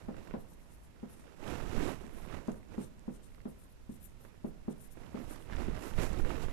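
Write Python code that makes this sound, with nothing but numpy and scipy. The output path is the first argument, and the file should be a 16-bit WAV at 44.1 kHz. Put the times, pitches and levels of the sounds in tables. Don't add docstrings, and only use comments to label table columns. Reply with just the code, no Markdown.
import sys
import numpy as np
from scipy import signal
from scipy.fft import rfft, irfft, next_fast_len
from scipy.io import wavfile

SR = 44100
rng = np.random.default_rng(int(sys.argv[2]) if len(sys.argv) > 2 else 0)


def wav_out(sig):
    wavfile.write(sys.argv[1], SR, np.round(np.clip(np.atleast_2d(sig).T, -1, 1) * 32767).astype(np.int16))


def makeup_ratio(level_db):
    decades = np.asarray(level_db, float) / 20
    return 10 ** decades


N = 287664


def rms_one(x):
    return x / np.sqrt(np.mean(x ** 2) + 1e-20)


def in_time(rows):
    s, *columns = np.transpose(rows)
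    return [np.interp(np.arange(N) / SR, s, c) for c in columns]


def at_hz(points, hz):
    point_hz, point_db = np.transpose(points)
    return np.interp(np.log(hz), np.log(point_hz), point_db)


def band_db(points, low_hz, high_hz):
    return 10 * np.log10(np.sum(makeup_ratio(at_hz(points, np.arange(low_hz, high_hz))) ** 2))


def drift(rate_hz):
    r = np.exp(-40 * np.pi * rate_hz / SR)
    noise = rng.standard_normal(N // 20 + 3002)
    slow = signal.lfilter([1], [1, -2 * r, r * r], noise)[3000:]
    return np.interp(np.arange(N) / 20, np.arange(len(slow)), rms_one(slow))


def clicks(times_s, sizes):
    out = np.full(N, 1e-18)
    index = np.round(np.array(times_s) * SR).astype(int)
    np.add.at(out, np.minimum(index, N - 1), sizes)
    return out


def ring(force, hz, t60_s):
    r, w = makeup_ratio(-60 / (t60_s * SR)), 2 * np.pi * hz / SR
    return signal.lfilter([0, np.sin(w)], [1, -2 * r * np.cos(w), r * r], force)


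def rings(rows, cycles):
    out, t = np.zeros(N + 2000), np.arange(2000) / SR
    for s, db, hz in rows:
        start = round(s * SR)
        out[start:start + len(t)] += makeup_ratio(db - 60 * t * hz / cycles) * np.sin(2 * np.pi * hz * t)
    return out[:N]


def resonances(x, modes):
    out = 0
    for k, (hz, width_hz, level_db) in enumerate(modes):
        r = np.exp(-np.pi * width_hz / SR)
        top = (-1) ** k * makeup_ratio(level_db) * (1 - r * r) / 2
        poles = [1, -2 * r * np.cos(2 * np.pi * hz / SR), r * r]
        out = out + signal.lfilter([top, 0, -top], poles, x)
    return out


def bands(white):
    edges_hz = 7.8 * 2 ** np.arange(0, 11.1, .5)
    for k, (low, high) in enumerate(zip(edges_hz, edges_hz[1:])):
        sos = signal.butter(2, [low, high], "band", fs=SR, output="sos")
        yield np.sqrt(low * high), signal.sosfilt(sos, white[k % 2]) * np.sqrt(SR / 2)


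def burst(times_s, peaks_db, low_hz, high_hz, t60_s):
    hits = clicks(times_s, makeup_ratio(np.array(peaks_db)))
    envelope = signal.lfilter([1], [1, -makeup_ratio(-60 / (t60_s * SR))], hits)
    sos = signal.butter(2, [low_hz, high_hz], "band", fs=SR, output="sos")
    return signal.sosfilt(sos, envelope * rng.standard_normal(N)) * np.sqrt(SR / 2 / (high_hz - low_hz))


def swells(rows, rest_db):
    t = np.arange(0, N + 64, 64) / SR
    power = np.full(len(t), makeup_ratio(rest_db) ** 2)
    for s, rise_ms, fall_ms, peak_db in rows:
        away = np.abs(t - s) * 1000 / np.where(t < s, rise_ms, fall_ms)
        power += makeup_ratio(peak_db - 10 * away ** 1.27) ** 2
    return np.interp(np.arange(N) / SR, t, 10 * np.log10(power))


# contact_s, blow_db, knock_brightness_db, middle_modes_lean_left_db
TAPS = [(0.085, -26, -14, 2), (0.34, -26, -12, 1.5), (1.031, -29, -17.5, 3), (2.041, -35.5, -37, 1),
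        (2.483, -22, -15, -1), (2.7805, -22, -19.5, 1.5), (3.0805, -25, -19, 1), (3.456, -27, -16, 0.5),
        (3.894, -30.5, -23.5, 1.5), (4.4453, -24.5, -17.5, -2), (4.6818, -23.5, -18, -2),
        (5.145, -27.5, -15, -0.5), (5.6803, -29, -18.5, 2.5)]
# pitch_hz, t60_s, swing_left, swing_right [signed by side of the node line]
BOARD_MODES = [(144.3, 0.4, -0.025, -0.032), (156, 0.29, 0.107, 0.074), (197.8, 0.096, 1.16, 0.76),
               (202.6, 0.08, -1.63, -0.67), (239, 0.053, -0.48, -1.3), (256.4, 0.17, -0.1, 0.34),
               (285, 0.031, 0.29, 0.58), (336, 0.079, -0.045, 0.27), (405.7, 0.14, 0.29, 0.386),
               (409, 0.148, -0.16, -0.57), (463.3, 0.24, -0.031, 0.092), (519, 0.21, 0.1, -0.022),
               (623, 0.14, 0.12, 0.041), (620, 0.0062, 0.023, -0.25), (799, 0.11, -0.033, 0.073),
               (975, 0.027, 0.26, -0.041)]


def taps():
    trough_s, contact_s, shirt_lag_s = .0017, .00102, .0008
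    bounce_s, bounce_db = 0.012, -5.5
    upper_at_shirt_db = 1.5
    s, blow_db, bright_db, lean_db = np.transpose(TAPS)
    start = s - trough_s
    pulse = np.hanning(round(contact_s * SR))
    spot_db = rng.normal(0, .6, (len(s), len(BOARD_MODES)))
    out = np.zeros((2, N))
    for k, (hz, t60_s, left, right) in enumerate(BOARD_MODES):
        hard_db = 1.4 * (bright_db + 14.5) * np.clip(np.log2(hz / 300), 0, 1)
        middle, upper = 270 < hz < 480, hz > 480
        sides_db = (middle * lean_db, (upper - middle) * lean_db + upper * upper_at_shirt_db)
        for side, swing in enumerate((left, right)):
            force = clicks(start, makeup_ratio(blow_db + hard_db + spot_db[:, k] + sides_db[side]))
            out[side] += swing * ring(force, hz, t60_s)
    out = signal.lfilter(pulse / pulse.sum(), [1], out)

    knock_db = blow_db + 1.7 * (bright_db + 15)
    twice_s = np.r_[start, start + bounce_s]
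    twice_db = np.r_[knock_db, knock_db + bounce_db]
    for side, far_db in enumerate((0, -1.5)):
        out[side] += burst(start + 0.011, blow_db + far_db - 25.0, 250, 393, t60_s=0.26)
        out[side] += burst(start, knock_db + side * 3.9 - 24.0, 447, 753, t60_s=0.2)
        out[side] += burst(twice_s, twice_db + far_db - 28.5, 790, 1510, t60_s=0.087)
        out[side] += burst(twice_s, twice_db + far_db - 47, 1500, 4000, t60_s=.03)
        out[side] -= ring(clicks(twice_s + 0.00095, makeup_ratio(twice_db + far_db - 21)), 1070, t60_s=0.011)
        out[side] -= ring(clicks(start + .001, makeup_ratio(blow_db + far_db - 20)), 640, t60_s=0.021)
    out[1] = np.roll(out[1], round(shirt_lag_s * SR))
    return out


# full_speed_s, half_length_ms, hiss_db, lower_resonances_db
STROKES = [(.410, 21, -59, -2), (.516, 32, -61.5, 2.5), (0.627, 27, -66, 1), (.735, 32, -61, 1.5),
           (.845, 24, -64, 2.5), (1.120, 23, -55.5, -0.5), (1.200, 39, -67.5, 8), (2.197, 60, -60, -1),
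           (2.53, 16, -68, 4), (2.565, 26, -66, -1), (2.837, 30, -58, 6.5), (3.144, 25, -63.5, 6),
           (3.25, 20, -63.5, 7.5), (3.333, 32, -68, 0), (3.505, 22, -61, -1), (3.616, 35, -60.5, -2),
           (3.713, 17, -62, -6.4), (3.912, 16, -65, 4), (3.95, 18, -57, -3), (4.012, 12, -64, 2),
           (4.045, 18, -50.5, -1), (4.095, 27, -62.5, 0), (4.237, 37, -60, -1.5), (4.479, 19, -62, 1),
           (4.716, 16, -60.5, 3), (4.79, 13, -64, 0), (4.823, 17.4, -51, -4.5), (4.86, 16, -58.5, 2),
           (4.922, 14, -55, 1), (5.224, 33, -63, -4.9), (5.320, 23, -49, -.5), (5.416, 39, -64, 3),
           (5.79, 20, -66, -3), (5.83, 22, -56.5, -6), (5.883, 21, -51.5, -7), (4.765, 17, -72, 1),
           (4.975, 26, -70, 6)]
# centre_hz, width_hz, level_db
FELT_LOW = [(3400, 1700, -6), (5900, 2000, -4), (7140, 1100, -1.5), (8870, 1600, 5.5)]
FELT_HIGH = [(9980, 1400, 5), (11130, 1100, 2.5), (11860, 860, 4.5), (13050, 1400, -2)]
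# centre_hz, width_hz, removed_share_db
SHADOWS = [(4600, 500, -4), (9570, 680, -3)]
# start_s, peak_db, pitch_hz
LIFTS = [
    (2.483, -56, 4500),
    (2.4835, -59, 9000),
    (4.445, -59, 4500),
    (6.444, -53, 8500),
    (6.444, -50, 12000),
]
# start_s, peak_db, pitch_hz
SQUEAK = [
    (6.465, -58, 9200),
    (6.466, -55, 9800),
]


def strokes():
    t = np.arange(0, N + 32, 32) / SR
    low, high = np.zeros((2, len(t)))
    for s, half_ms, hiss_db, low_db in STROKES:
        speed = np.exp(-.55 * np.abs((t - s) * 1000 / half_ms) ** 2.44)
        high += speed * makeup_ratio(hiss_db - 4.5)
        low += speed * makeup_ratio(hiss_db + low_db - 6.0)
    low, high = in_time(np.transpose([t, low, high]))
    hiss = low * felt(FELT_LOW) + high * felt(FELT_HIGH)
    hiss = hiss - sum(resonances(hiss, [shadow]) for shadow in SHADOWS)
    return hiss + rings(LIFTS, cycles=14.0) + rings(SQUEAK, cycles=70.0)


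def felt(modes):
    grip = rng.standard_normal(N) * makeup_ratio(2.6 * drift(60))
    out = 0
    for k, (hz, width_hz, level_db) in enumerate(modes):
        once = resonances(grip, [(hz, width_hz, 0)])
        sharp = (-1) ** k * resonances(once, [(hz, width_hz, level_db)])
        out = out + sharp * makeup_ratio(2.0 * drift(14))
    return rms_one(out)


# peak_s, rise_10db_ms, fall_10db_ms, rub_db,
# fibre_hiss_re_rub_db
SHIRT_RUBS = [(.0, 46, 122, -60, -8.5), (.19, 91, 100, -60, -13), (.25, 60, 60, -61, -4.5),
              (.32, 118, 62, -60, -26), (1.31, 500, 90, -63, -11), (1.50, 83, 177, -45.5, -9),
              (1.73, 155, 102, -47, -10), (1.80, 62, 64, -45.5, -10), (1.88, 114, 71, -41.5, -8),
              (2.02, 70, 116, -56.5, -7.5), (2.20, 165, 150, -56.5, -9), (2.35, 86, 70, -49, -11.5),
              (2.49, 70, 65, -56.5, -7), (2.74, 52, 42, -57, -10), (2.81, 71, 53, -55.5, -8.5),
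              (3.05, 129, 197, -69.5, -15), (4.28, 120, 70, -67, -9), (4.69, 250, 250, -68, -14),
              (5.02, 62, 141, -58, -8.5), (5.19, 76, 78, -53.5, -10), (5.31, 94, 124, -53.5, -6.5),
              (5.42, 80, 60, -65, -11), (5.52, 43.7, 121, -54, -12), (5.62, 98, 120, -47.5, -11),
        (5.77, 64.6, 40, -49, -12.5), (5.839, 45, 103, -46, -6.5), (5.994, 24.6, 60, -41.5, -32),
        (6.029, 53, 77, -41.5, -4), (6.13, 60, 60, -47, -22), (6.19, 60, 60, -51.5, -5.5),
        (6.31, 75, 118, -45, -11), (6.432, 79.5, 45, -46, -8.5), (6.51, 40.4, 60, -52.5, -7)]
# peak_s, rise_10db_ms, fall_10db_ms, push_db
SHOVES = [(.07, 300, 35, -35.5), (.18, 36, 24, -37), (.32, 40, 30, -44), (.39, 21, 62, -38),
          (1.45, 45, 150, -43.5), (1.60, 130, 130, -40), (1.79, 160, 117, -31.5), (2.24, 222, 120, -43.5),
          (2.39, 70, 35, -37.5), (2.53, 54, 72, -41), (2.81, 140, 170, -43), (3.40, 400, 52, -52.5),
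          (4.13, 600, 252, -51), (4.46, 80, 250, -51), (4.69, 300, 250, -50.5), (5.02, 95, 66, -45),
          (5.25, 110, 103, -39.5), (5.40, 150, 152, -44.5), (5.57, 61, 152, -31.5), (5.72, 152, 52, -30.5),
          (5.99, 77, 95, -28), (6.13, 43, 47, -25.5), (6.20, 80, 130, -28.5), (6.46, 200, 58, -32)]
# freq_hz, density_db_per_hz
CLOTH_COLOUR = [(13, -48), (36, -59), (60, -57), (100, -60.5), (200, -60.5), (400, -64), (650, -71),
                (1000, -74), (1600, -78), (2500, -81.5), (4000, -91), (6000, -88.5), (9000, -93),
                (12800, -96.5)]


def cloth():
    rest_rub_db, rest_push_db, rest_fibre_db = -70, -71.5, -76
    moves = SHIRT_RUBS
    rub_db = swells([row[:4] for row in moves], rest_rub_db)
    push_db = swells(SHOVES, rest_push_db)
    fibre_rows = [(s, rise, fall, db + fibre) for s, rise, fall, db, fibre in moves]
    hiss_db = swells(fibre_rows, rest_fibre_db)
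    drag_db, level_db = hanging(), rub_db.copy()
    rub_db -= band_db(CLOTH_COLOUR, 1150, 4100)
    push_db -= band_db(CLOTH_COLOUR, 18.4, 98)
    hiss_db -= band_db(CLOTH_COLOUR, 6000, 13000)
    lumps_db = .7 * drift(25) + 1.6 * drift(120)
    out = 0
    for hz, noise in bands(rng.standard_normal((2, N))):
        pushed = np.clip(np.log2(330 / hz) / 3.4, 0, 1)
        hissed = np.clip(np.log2(hz / 3500) / 1.18, 0, 1)
        drive_db = rub_db + pushed * (push_db - rub_db) + hissed * (hiss_db - rub_db)
        drive_db += drag_db * np.clip(1.3 - abs(np.log2(hz / 250)), 0, 1)
        grain_db = (1 - pushed) * ((1 - 0.34 * hissed) * lumps_db + 0.6 * drift(16.0))
        out = out + noise * makeup_ratio(at_hz(CLOTH_COLOUR, hz) + drive_db + grain_db - 2.0)
    return out + snags() + threads(level_db) + thuds()


# centre_s, half_length_ms, extra_250hz_db
HANGS = [
    (.45, 280, 6),
    (1.40, 40, 1.5),
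    (1.84, 97, 4),
    (2.70, 300, 4),
    (5.20, 130, 3.5),
    (5.68, 75, 2.5),
    (6.22, 130, 3.5),
]


def hanging():
    t = np.arange(0, N + 64, 64) / SR
    loose_db = -2.5
    weight_db = loose_db + sum(db * np.exp(-((t - s) * 1000 / half_ms) ** 2) for s, half_ms, db in HANGS)
    return np.interp(np.arange(N) / SR, t, weight_db)


# start_s, peak_db
SNAGS = [(.144, -40), (.273, -37), (.310, -37), (1.279, -43), (1.398, -43), (1.602, -33), (1.625, -34),
         (2.067, -42), (2.308, -35), (3.320, -56), (3.348, -54), (3.385, -51), (3.404, -55), (3.578, -53),
         (4.250, -40), (4.343, -49), (4.809, -50), (4.972, -40), (5.499, -36), (5.776, -32), (5.938, -38),
         (5.985, -36), (6.249, -28), (6.484, -31)]
# start_s, peak_db
FIBRES = [(.168, -55), (.276, -61), (2.066, -51), (2.475, -51), (2.518, -49), (2.632, -60), (2.686, -57),
          (4.096, -59), (5.11, -58), (2.994, -53), (3.147, -58), (3.347, -68), (3.416, -65), (5.562, -47),
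          (6.131, -40)]


def snags():
    s, peak_db = np.transpose(SNAGS)
    jerk = clicks(s, -makeup_ratio(peak_db + 6))
    rung = ring(jerk, 480, t60_s=.009) + ring(jerk, 1500, t60_s=.005) * makeup_ratio(-4)
    scratch = burst(s, peak_db - 9, 150, 2200, t60_s=.05)
    padded = signal.lfilter([.16], [1, -.84], rung + scratch)
    return padded + burst(*np.transpose(FIBRES), 5100, 8300, t60_s=0.0064)


# start_s, peak_db, pitch_hz
PLUCKS = [(0.168, -46, 1500), (.1680, -55, 3100), (.2760, -53, 3200), (.3100, -48.5, 2580),
          (3.2920, -55, 3000), (3.3195, -51, 2100), (3.3475, -49, 2200), (3.347, -48, 4500),
          (3.3810, -49, 1200), (3.404, -46, 2100), (3.4160, -52, 4500), (5.525, -32, 1680),
          (5.533, -30.5, 1650), (5.541, -36, 1730), (.927, -57, 1500), (1.097, -51, 1400),
          (1.323, -52, 1500), (2.326, -34, 1200), (2.543, -46, 1700), (2.63, -46, 2000), (5.402, -45, 1150),
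          (5.835, -42, 1490), (6.201, -35, 1390), (6.305, -29.5, 1280), (5.9370, -38, 3000)]


def threads(rub_db):
    catches_per_s, catches_re_rub_db = 260, -9
    sizes = makeup_ratio(4.4 * np.minimum(rng.exponential(1, N), 4)) * rng.choice([-1, 1], N)
    caught = rng.random(N) < catches_per_s * makeup_ratio(6.0 * drift(12)) / SR
    dealt = rng.integers(0, 12, N)
    catches = 0
    for k, hz in enumerate(np.geomspace(300, 3200, 12)):
        catches = catches + ring(sizes * caught * (dealt == k) + 1e-18, hz, 10.0 / hz)
    return rings(PLUCKS, cycles=14) + rms_one(catches) * makeup_ratio(rub_db + catches_re_rub_db + 6)


# peak_s, level_db, pitch_hz
THUDS = [(1.431, -34, 360), (1.461, -37, 316), (1.504, -35, 316), (1.525, -35, 314), (1.753, -28.5, 245),
         (1.786, -29.5, 267), (1.807, -25, 196), (1.837, -29, 269), (1.86, -26, 263), (1.878, -29, 255),
         (1.918, -30, 296), (2.016, -40.5, 376), (2.043, -46, 250), (2.133, -42, 258), (2.15, -38.5, 219),
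         (2.277, -38, 199), (2.344, -32.5, 270), (2.373, -37.6, 181), (2.748, -38.5, 324), (4.98, -43, 312),
         (5.18, -38, 274), (5.203, -34, 233), (5.217, -36, 247), (5.311, -35, 312), (5.335, -50, 269),
         (5.501, -44, 349), (5.524, -35, 194), (5.604, -32.5, 338), (5.62, -30, 253), (5.684, -29.1, 350),
         (5.713, -33, 177), (5.852, -35, 324), (5.869, -36, 283), (5.987, -29, 231), (6.036, -28, 310),
         (6.141, -35, 226), (6.177, -32, 349), (6.198, -27.5, 344), (6.249, -34, 269), (6.267, -33, 478),
         (6.301, -31.5, 339), (6.347, -30, 281), (6.382, -32.5, 456), (6.44, -33, 454)]


def thuds():
    rise_s, fall_s, thud_db, scratch_db = .004, 0.0061, -1.5, -16
    out, t = np.zeros(N + 4000), np.arange(-800, 2400) / SR
    shape = np.exp(-np.where(t < 0, (t / rise_s) ** 2, np.abs(t / fall_s) ** 1.6))
    for (s, db, hz), (turn, over) in zip(THUDS, rng.random((len(THUDS), 2))):
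        phase = 2 * np.pi * (hz * t + turn)
        wave = np.sin(phase) + 0.38 * np.sin((1.493 + over) * phase)
        start = round(s * SR) - 800
        out[start:start + len(t)] += makeup_ratio(db + thud_db) * shape * wave
    s, db, _ = np.transpose(THUDS)
    return out[:N] + burst(s - rise_s, db + scratch_db, 500, 2040, t60_s=0.043)


# peak_s, rise_10db_ms, fall_10db_ms, level_db
SLIDES = [
    (5.55, 65, 130, -62),
    (5.99, 352, 200, -67),
    (6.12, 60, 110, -71),
    (6.51, 40, 50, -60),
]
# centre_hz, width_hz, level_db
SOLE = [(251, 270, 6), (600, 410, 5), (1930, 390, 1.5), (2430, 740, -4), (4250, 2000, -15)]
# start_s, peak_db
STEPS = [
    (5.524, -37),
    (5.972, -42),
    (6.128, -62),
    (6.437, -62),
]


def shoes():
    slide_db = swells(SLIDES, -120)
    rub = rms_one(resonances(rng.standard_normal(N), SOLE))
    slide = rub * makeup_ratio(slide_db + 7 + 1.5 * drift(30))
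    s, peak_db = np.transpose(STEPS)
    heel = burst(s, peak_db - 13, 120, 1100, t60_s=0.086) + burst(s, peak_db - 16, 1100, 3800, t60_s=0.11)
    return slide + heel


# time_s, load_db
MACHINE = [
    (0, -63),
    (.6, -75),
    (1.6, -92),
    (2.2, -74.5),
    (6.52, -81),
]


def ducts():
    upper_db, upper_fade_db_per_s = -7.5, -1
    air, (low_db,) = rng.standard_normal(N), in_time(MACHINE)
    high_db = low_db + upper_db + upper_fade_db_per_s * np.arange(N) / SR
    low = rms_one(resonances(air, [(600, 63, 0)]))
    high = rms_one(resonances(air, [(960, 45, 0)]))
    return low * makeup_ratio(low_db) + high * makeup_ratio(high_db)


# freq_hz, density_db_per_hz
FLOOR_LEFT = [(25, -81.5), (50, -72), (100, -97), (200, -88.5), (400, -101), (650, -100.4), (1000, -102.7),
              (1600, -108.7), (2500, -112.1), (4000, -113.7), (6000, -115.1), (9000, -117.2),
              (12800, -119.0)]
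FLOOR_RIGHT = [(25, -68), (50, -76), (100, -76), (200, -82), (400, -104.5), (650, -103.5), (1000, -103),
               (1600, -101.0), (2500, -103.7), (4000, -109.2), (6000, -112.0), (9000, -114.5),
               (12800, -116.7)]


def floor():
    out = 0
    for hz, noise in bands(rng.standard_normal((2, 2, N))):
        wander_db = np.clip(np.log2(500 / hz), 0, 2.5) * drift(1.7)
        level_db = np.array([[at_hz(FLOOR_LEFT, hz)], [at_hz(FLOOR_RIGHT, hz) - 3]])
        out = out + noise * makeup_ratio(level_db + wander_db)
    return out


def room(x):
    t60_s, wall_cut_hz = 0.65, 8200
    size = next_fast_len(N + SR)
    w = 2 * np.pi * np.arange(size // 2 + 1) / size
    dull = np.exp(-2 * np.pi * wall_cut_hz / SR)
    wall = (1 - dull) / (1 - dull * np.exp(-1j * w))
    response = np.zeros((2, len(w)), complex)
    for k, lag in enumerate(rng.uniform(0.013, .045, 16) * SR):
        loop = makeup_ratio(-60 * lag / SR / t60_s) * wall * np.exp(-1j * w * lag)
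        response[k % 2] += (-1) ** (k // 2) * loop / (1 - loop)
    return irfft(response * rfft(x, size), size)[:, :N]


def scene():
    knock, hiss, feet = taps(), strokes(), shoes()
    out = knock + floor() + room(knock[0] + feet) * makeup_ratio(np.array([[-24], [-21]]))
    out += feet * makeup_ratio(np.array([[0], [-3]]))
    out[0] += hiss + ducts()
    out[1] += cloth() + np.roll(hiss, 60) * makeup_ratio(-39)
    return out


def top_cut(x):
    return signal.sosfilt(signal.butter(12, 14210, fs=SR, output="sos"), x)


def record(dry):
    low_pass = signal.ellip(10, .5, 60, 13920, fs=SR, output="sos")
    mix = signal.sosfilt(low_pass, dry)
    return top_cut(mix)


dry = scene()
out = record(dry)
wav_out(out)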